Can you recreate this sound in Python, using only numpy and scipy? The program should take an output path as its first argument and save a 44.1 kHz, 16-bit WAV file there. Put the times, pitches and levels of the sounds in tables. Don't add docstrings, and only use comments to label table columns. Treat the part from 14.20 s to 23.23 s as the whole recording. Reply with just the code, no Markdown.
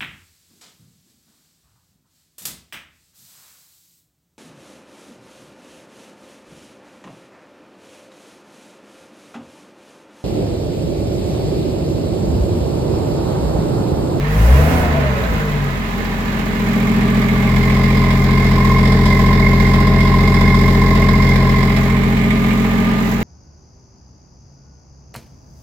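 import sys
import numpy as np
from scipy import signal
from scipy.fft import rfft, irfft, next_fast_len
from scipy.io import wavfile
from scipy.ndimage import map_coordinates

SR = 44100
rng = np.random.default_rng(int(sys.argv[2]) if len(sys.argv) > 2 else 0)


def dump(signal):
    limited = np.clip(np.atleast_2d(signal).T, -1, 1)
    pcm = np.round(limited * 32767).astype(np.int16)
    wavfile.write(sys.argv[1], SR, pcm)


N = 398223

# (puff [dB], low whistle [dB], high whistle [dB], delay [s])
PUFFS = [(-1, -3, -3, 0.0029), (-.5, 0, 1, 0.0032), (1, 0.5, 1.5, -0.0009), (-.5, -1.5, 1.5, 0.0029),
         (-1.5, 0, 0, 0.00011), (3, 3, 1.5, -0.000096)]
CYLINDERS, FIRINGS_PER_TURN = 6, 3
IDLE_HZ = 44
FOOTWELL_M = 2.59


def amp(db):
    return 10 ** (np.asarray(db) / 20)


def unit(x):
    return x / np.sqrt(np.mean(x ** 2) + 1e-20)


def along(points, hz):
    f, v = np.transpose(points)
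    return np.interp(np.log(hz + 1), np.log(f + 1), v)


def curve(points):
    s, value = np.transpose(points)
    return np.interp(np.arange(N) / SR, s, value)


def wobble(rate):
    knots = rng.standard_normal(int(N * rate / SR) + 4)
    return map_coordinates(knots, [np.arange(N) * rate / SR])


def filtered(x, response):
    m = next_fast_len(N + SR // 2)
    return irfft(rfft(x, m) * response(np.fft.rfftfreq(m, 1 / SR)), m)[..., :N]


def resonate(x, modes):
    def response(f):
        total = 0
        for k, (centre, width, db) in enumerate(modes):
            band = 1j * f * width
            total = total + (-1) ** k * amp(db) * band / (centre * centre - f * f + band)
        return total
    return unit(filtered(x, response))


def rush(spectrum):
    # (frequency [Hz], correlation [-1 to 1])
    likeness = [(100, 0.87), (300, 0.29), (650, 0.93), (1400, -0.54), (3000, 0.052), (6800, -0.25),
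                (15000, -0.054)]

    def colour(hz):
        turn = np.arccos(np.clip(along(likeness, hz), -1, 1)) / 2
        return amp(along(spectrum, hz)) * np.array([np.cos(turn), np.sin(turn)])
    mid, side = filtered(rng.standard_normal((2, N)), colour)
    return unit(np.array([mid + side, mid - side]))


def pulses(times, db):
    at = np.round(times * SR).astype(int)
    inside = (at >= 0) & (at < N)
    return np.bincount(at[inside], amp(db)[inside], N)


def gusts(times, db, rise, decay, steady):
    t = np.arange(SR // 12) / SR
    shape = (1 - np.exp(-t / rise)) * np.exp(-t / decay)
    bursts = signal.fftconvolve(pulses(times, db), shape)[:N]
    return unit(steady + unit(bursts))


def scatter(db, spread_db):
    return db + spread_db * rng.standard_normal(len(db))


def firing_rate():
    # (time [s], firing rate [Hz])
    speed = [(0.0, 46.99), (0.21, 53.98), (0.52, 82.92), (0.59, 82.87), (1.18, 51.39), (1.62, 43.8),
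             (3.21, 43.35), (3.94, 44.56), (4.43, 43.93), (6.11, 44.6), (6.45, 44.23), (9.03, 44.49)]
    return curve(speed)


def revs():
    return np.log2(firing_rate() / IDLE_HZ)


def pedal():
    press_s, opening_takes_s = 0.042, 0.19
    lift_s, closing_takes_s = 0.577, 0.14
    t = np.arange(N) / SR
    opened = np.clip((t - press_s) / opening_takes_s, 0, 1)
    return opened * np.clip(1 - (t - lift_s) / closing_takes_s, 0, 1)


def distance():
    # (time [s], distance from the tailpipe [m])
    walk = [(0, 2.82), (1.9, 2.595), (2.35, 2.51), (2.8, 1.91), (3.2, 1.61), (3.35, 1.11), (3.9, 1.02),
            (5.1, 0.42), (6.85, 0.34), (7.5, 1.1), (8.0, 1.6), (9.03, 2.46)]
    return curve(walk)


def beyond(edge_m):
    softness_m = 0.075
    return (1 + np.tanh((distance() - edge_m) / (2 * softness_m))) / 2


def heard(spot):
    place_m, reach_m, db, fall_db, shade_db = spot
    away = np.hypot(1, (distance() - place_m) / reach_m)
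    return amp(db - fall_db * np.log10(away) - shade_db * beyond(FOOTWELL_M))


def boom(modes, hz):
    return sum(amp(db) / (1 + (2 * (hz - centre) / width) ** 2) for centre, width, db in modes)


def throb(phase, lag):
    # (loudest place [m from tailpipe],
    # reach [m], level [dB], fall per tenfold distance [dB], loss in the footwell, negative is a gain [dB])
    throb_spots = [(.3, .9, -14, 25, -2.5), (.3, 1.17, -14.5, 43, 0), (.7, .9, -13.5, 27.5, 10.5)]
    # (centre [Hz], width [Hz], level [dB])
    cab_modes = [(55.2, 4, -14), (76, 6.5, -12), (140, 26, -14.5), (254, 12, -15.5)]
    intake_modes = [(63, 17.4, -4), (107, 11, -14.5), (150.6, 27, -13.5)]
    # (cycles per turn of the crank [count], level relative to the first throb [dB])
    lope_orders = [(4, -14.5), (8, -21.5), (10, -11.5)]
    lope_lag = 0.794
    cab_wakes_octaves = 0.073
    silencer_hz = 110

    speed = firing_rate()
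    cab_share = beyond(FOOTWELL_M) * np.clip(revs() / cab_wakes_octaves, 0, 1)
    opening = pedal()
    lope = 0
    for order, db in lope_orders:
        turns = (phase - lope_lag) / FIRINGS_PER_TURN
        lope = lope + amp(db + wobble(8)) * np.cos(2 * np.pi * order * turns)
    out = heard(throb_spots[0]) * lope
    for k, spot in enumerate(throb_spots, 1):
        tailpipe = heard(spot)
        cab = cab_share * boom(cab_modes, k * speed)
        intake = opening * boom(intake_modes, k * speed)
        level = np.linalg.norm([tailpipe, cab, intake], axis=0)
        polarity = np.sign(silencer_hz - k * IDLE_HZ)
        out = out + polarity * level * amp(0.31 * wobble(18)) * np.cos(2 * np.pi * k * (phase - lag))
    return out


def thumps(times, db, modes):
    late, uneven_db = rng.standard_normal((len(times), 2)).T * [[.00007], [.6]]
    return resonate(pulses(times + late, db + uneven_db), modes)


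def exhaust(times, cylinder):
    # (arrival delay [s], thump level [dB])
    manifold = [(.0005, 2.1), (-.00045, -.6), (.00034, 0), (.00033, 1.3), (-.00083, -.6), (.0004, -.5)]
    # (centre [Hz], width [Hz], relative level [dB])
    pipe_modes = [(164.5, 18.3, -5), (204.8, 8.6, 5), (268, 11, -12.5), (310, 12.9, -13.5),
                  (399.7, 7.8, -5.5), (439.7, 5.3, -8), (631.5, 24, -20.5), (689, 12, -26),
                  (809, 19.2, -17.5)]
    hollow_modes = [(177, 22, -8.5), (201, 16.7, 0), (231.8, 18, 2), (428, 20, -20)]
    # (loudest place [m from tailpipe], reach [m], level [dB],
    # fall per tenfold distance [dB], loss in the footwell [dB])
    pipe_spot = (-0.23, 0.5, -13, 11, 14)
    hollow_spot = (1.92, 0.76, -19, 40, 11)

    delay, thump_db = np.array(manifold)[cylinder].T
    arrivals = times + delay + .0012
    pipe = heard(pipe_spot) * thumps(arrivals, thump_db, pipe_modes)
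    drone = heard(hollow_spot) * thumps(arrivals, thump_db, hollow_modes)

    def lateness(f):
        return np.exp(1j * np.pi * f * .0004 * np.array([[-1], [1]]))
    return pipe + filtered(drone, lateness) * amp([[-1.5], [1.5]])


def whistle(times, db, hz, length, stray, sag, spread_db):
    t = np.arange(int(length * SR)) / SR
    detune, start, late, slowing = rng.standard_normal((len(times), 4)).T[..., None]
    pitch = hz * (1 + stray * detune - sag * (1 + slowing) * (t / length - 1 / 4))
    tone = np.sin(2 * np.pi * (np.cumsum(pitch, axis=1) / SR + start))
    swell = np.sin(np.pi * np.sqrt(t / length)) ** 5
    notes = amp(scatter(db, spread_db))[:, None] * swell * tone
    at = np.maximum(np.round((times[:, None] + late / 1000 + t) * SR), 0).astype(int)
    return unit(np.bincount(at.ravel(), notes.ravel(), N)[:N])


def pipe_mouth(times, cylinder):
    # (frequency [Hz], relative level per hertz [dB])
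    rasp_colour = [(200, 14), (450, 14), (800, 11), (920, -21), (1400, 2.5), (1950, 14), (2300, 7.5),
                   (2900, -28), (3500, 2), (4600, -0.5), (5300, -3.5), (6000, -21), (14000, -43)]
    spit_colour = [(2600, -23), (3400, 6), (4200, -3.5), (5200, 3.5), (6000, -15), (7400, -9),
                   (12000, -19.5)]
    sizzle_colour = [(1400, -25), (1950, 0), (2260, 6.5), (2600, -10), (3300, -9), (4000, -13.5),
                     (4800, -37), (6000, -45), (7600, -20), (12000, -46)]
    # (loudest place [m from tailpipe], reach [m],
    # level [dB], fall per tenfold distance [dB], loss in the footwell [dB])
    mouth_spot = (0.53, 0.54, -23.5, 24.5, 1)
    arch_spot = (1.6, 0.86, -30, 53, 19)
    wheel_m, wheel_shade_db, extra_low_whistle_shade_db = 1.39, 6, 1

    puff_db, low_db, high_db, delay = np.array(PUFFS)[cylinder].T
    low = whistle(times - .007 + delay, low_db, hz=1053, length=.036, stray=.011, sag=.022, spread_db=2.1)
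    high = whistle(times - .003 + delay, high_db, hz=2108, length=.033, stray=.012, sag=.016, spread_db=2.3)
    hidden = beyond(wheel_m)
    low_gain = amp(-2 - extra_low_whistle_shade_db * hidden + 1.6 * wobble(11))
    high_gain = amp(-4.6 + 1.6 * wobble(11))
    tones = low_gain * low + high_gain * high

    chuff = gusts(times - .003, scatter(puff_db, 2.3), rise=0.0033, decay=0.0081, steady=0.73)
    spurt = gusts(times - .004, scatter(2.2 * puff_db, 2.8), rise=.005, decay=.009, steady=.35)
    rasp = amp(-2.5 + wobble(13)) * chuff * rush(rasp_colour)
    spit = amp(-13.5 + 2.1 * wobble(10)) * spurt * rush(spit_colour)
    mouth = heard(mouth_spot) * amp(-wheel_shade_db * hidden) * (tones + rasp + spit)
    sizzle = heard(arch_spot) * amp(1.5 * wobble(13)) * spurt * rush(sizzle_colour)
    return mouth + sizzle


def throttle(phase):
    # (frequency [Hz], relative level per hertz [dB])
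    intake_colour = [(1500, -12), (3500, -3.5), (6000, -2.5), (9000, -4.5), (13000, -2), (16000, 0)]
    roar_colour = [(20, 0), (60, 16.5), (140, 5.5), (230, -9), (430, 0), (650, -0.5), (900, -6), (1600, -9),
                   (2700, -17), (4500, -40)]
    intake_db, load_roar_db, rev_roar_db = -34, -32, -20.5
    roar_growth = 0.61

    opening = pedal()
    roar = amp(load_roar_db) * opening + amp(rev_roar_db) * np.maximum(revs(), 0) ** roar_growth
    growl = 0
    for k in range(7, 22):
        tone = np.sin(2 * np.pi * (k * phase / FIRINGS_PER_TURN + rng.random()))
        growl = growl + amp(4 * wobble(12)) / np.sqrt(k) * tone
    block = rush(roar_colour) + amp(-7.5) * unit(growl)
    return amp(intake_db) * opening * rush(intake_colour) + roar * amp(0.49 * wobble(31.5)) * block


def engine_bay(phase, times, cylinder):
    # (frequency [Hz], relative level per hertz [dB])
    clatter_colour = [(25, -15), (60, 1.5), (120, 5.5), (230, 7), (330, -0.5), (600, -4), (900, -4.5),
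                      (1150, -2.5), (1400, -9), (1750, -5.5), (2100, -6.5), (2900, -13.5), (4200, -18),
                      (5800, -27.5), (14000, -35.5)]
    tick_colour = [(3500, -22), (6000, 0), (7200, 4), (9200, -16.5), (11000, -2), (14500, 1.5),
                   (16000, -1.5)]
    # (loudest place [m from tailpipe], reach [m],
    # level [dB], fall per tenfold distance, negative is a rise [dB],
    # loss in the footwell, negative is a gain [dB])
    clatter_spot = (2, 1, -25, 8.5, 1)
    tick_spot = (3.5, 4.5, -41.5, -0.5, 4.5)
    fan_spot = (2.5, 2.3, -37, 15, -0.5)
    whine_spot = (2, 0.9, -36, 31, 9.5)
    blade_db_per_octave = 13

    puff_db = np.array(PUFFS)[cylinder, 0]
    knock = gusts(times + .003, scatter(puff_db, 3.8), rise=0.0017, decay=0.0077, steady=2.1)
    tick = gusts(times - .003, scatter(1.1 * puff_db, 2.6), rise=.0014, decay=.005, steady=1.6)
    clatter = heard(clatter_spot) * knock * rush(clatter_colour)
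    ticking = heard(tick_spot) * amp(1.4 * wobble(8)) * tick * rush(tick_colour)

    fan = phase + .014 * wobble(34)
    blade = amp(3.5 * wobble(35)) * np.sin(2 * np.pi * 9 * fan)
    hum = heard(fan_spot) * amp(blade_db_per_octave * revs()) * blade
    whine_phase = phase + .009 * wobble(36)
    whine = heard(whine_spot) * amp(3.5 * wobble(40)) * np.sin(2 * np.pi * 27 * whine_phase)
    return clatter + ticking + hum + whine


def garage(x):
    # (frequency [Hz], time to fall by 60 dB [s])
    echo_length = [(100, 0.33), (1000, 0.4), (10000, 0.063)]
    hz, t, z = signal.stft(rng.standard_normal((2, SR // 2)), SR, nperseg=256)
    fading = amp(-60 * t / along(echo_length, hz)[:, None])
    tail = signal.istft(z * fading, SR, nperseg=256)[1]
    wet = signal.fftconvolve(x, tail / np.linalg.norm(tail[0]), axes=1)[:, :N]
    return filtered(wet, lambda f: amp(along([(120, -55), (220, -25.5), (450, -8.0), (2000, -3)], f)))


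def scene():
    phase = np.cumsum(firing_rate()) / SR - 1.09
    firing = np.arange(-1, int(phase[-1]) + 1)
    times = np.interp(firing, phase, np.arange(N) / SR)
    cylinder = firing % CYLINDERS
    mouth = pipe_mouth(times, cylinder)
    engine = engine_bay(phase, times, cylinder) + throttle(phase)
    echo = garage(engine + mouth / 2)
    return mouth + engine + echo + exhaust(times, cylinder) + throb(phase, lag=0.27)


def record(dry):
    # (frequency [Hz], left minus right [dB])
    lean = [(100, 0.5), (200, 2.4), (380, -0.5), (700, 0), (1050, -3), (2200, -7), (3400, -2.5), (5200, -7),
            (7000, 1.5), (11000, 4.5), (15000, -0.5)]
    top_hz = 15950
    pair = filtered(dry, lambda hz: amp(np.array([[1], [-1]]) * along(lean, hz) / 2))
    rounded = pair / (1 + np.abs(pair) ** 8) ** (1 / 8)
    return filtered(rounded, lambda hz: hz < top_hz)


dry = scene()
out = record(dry)
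dump(out)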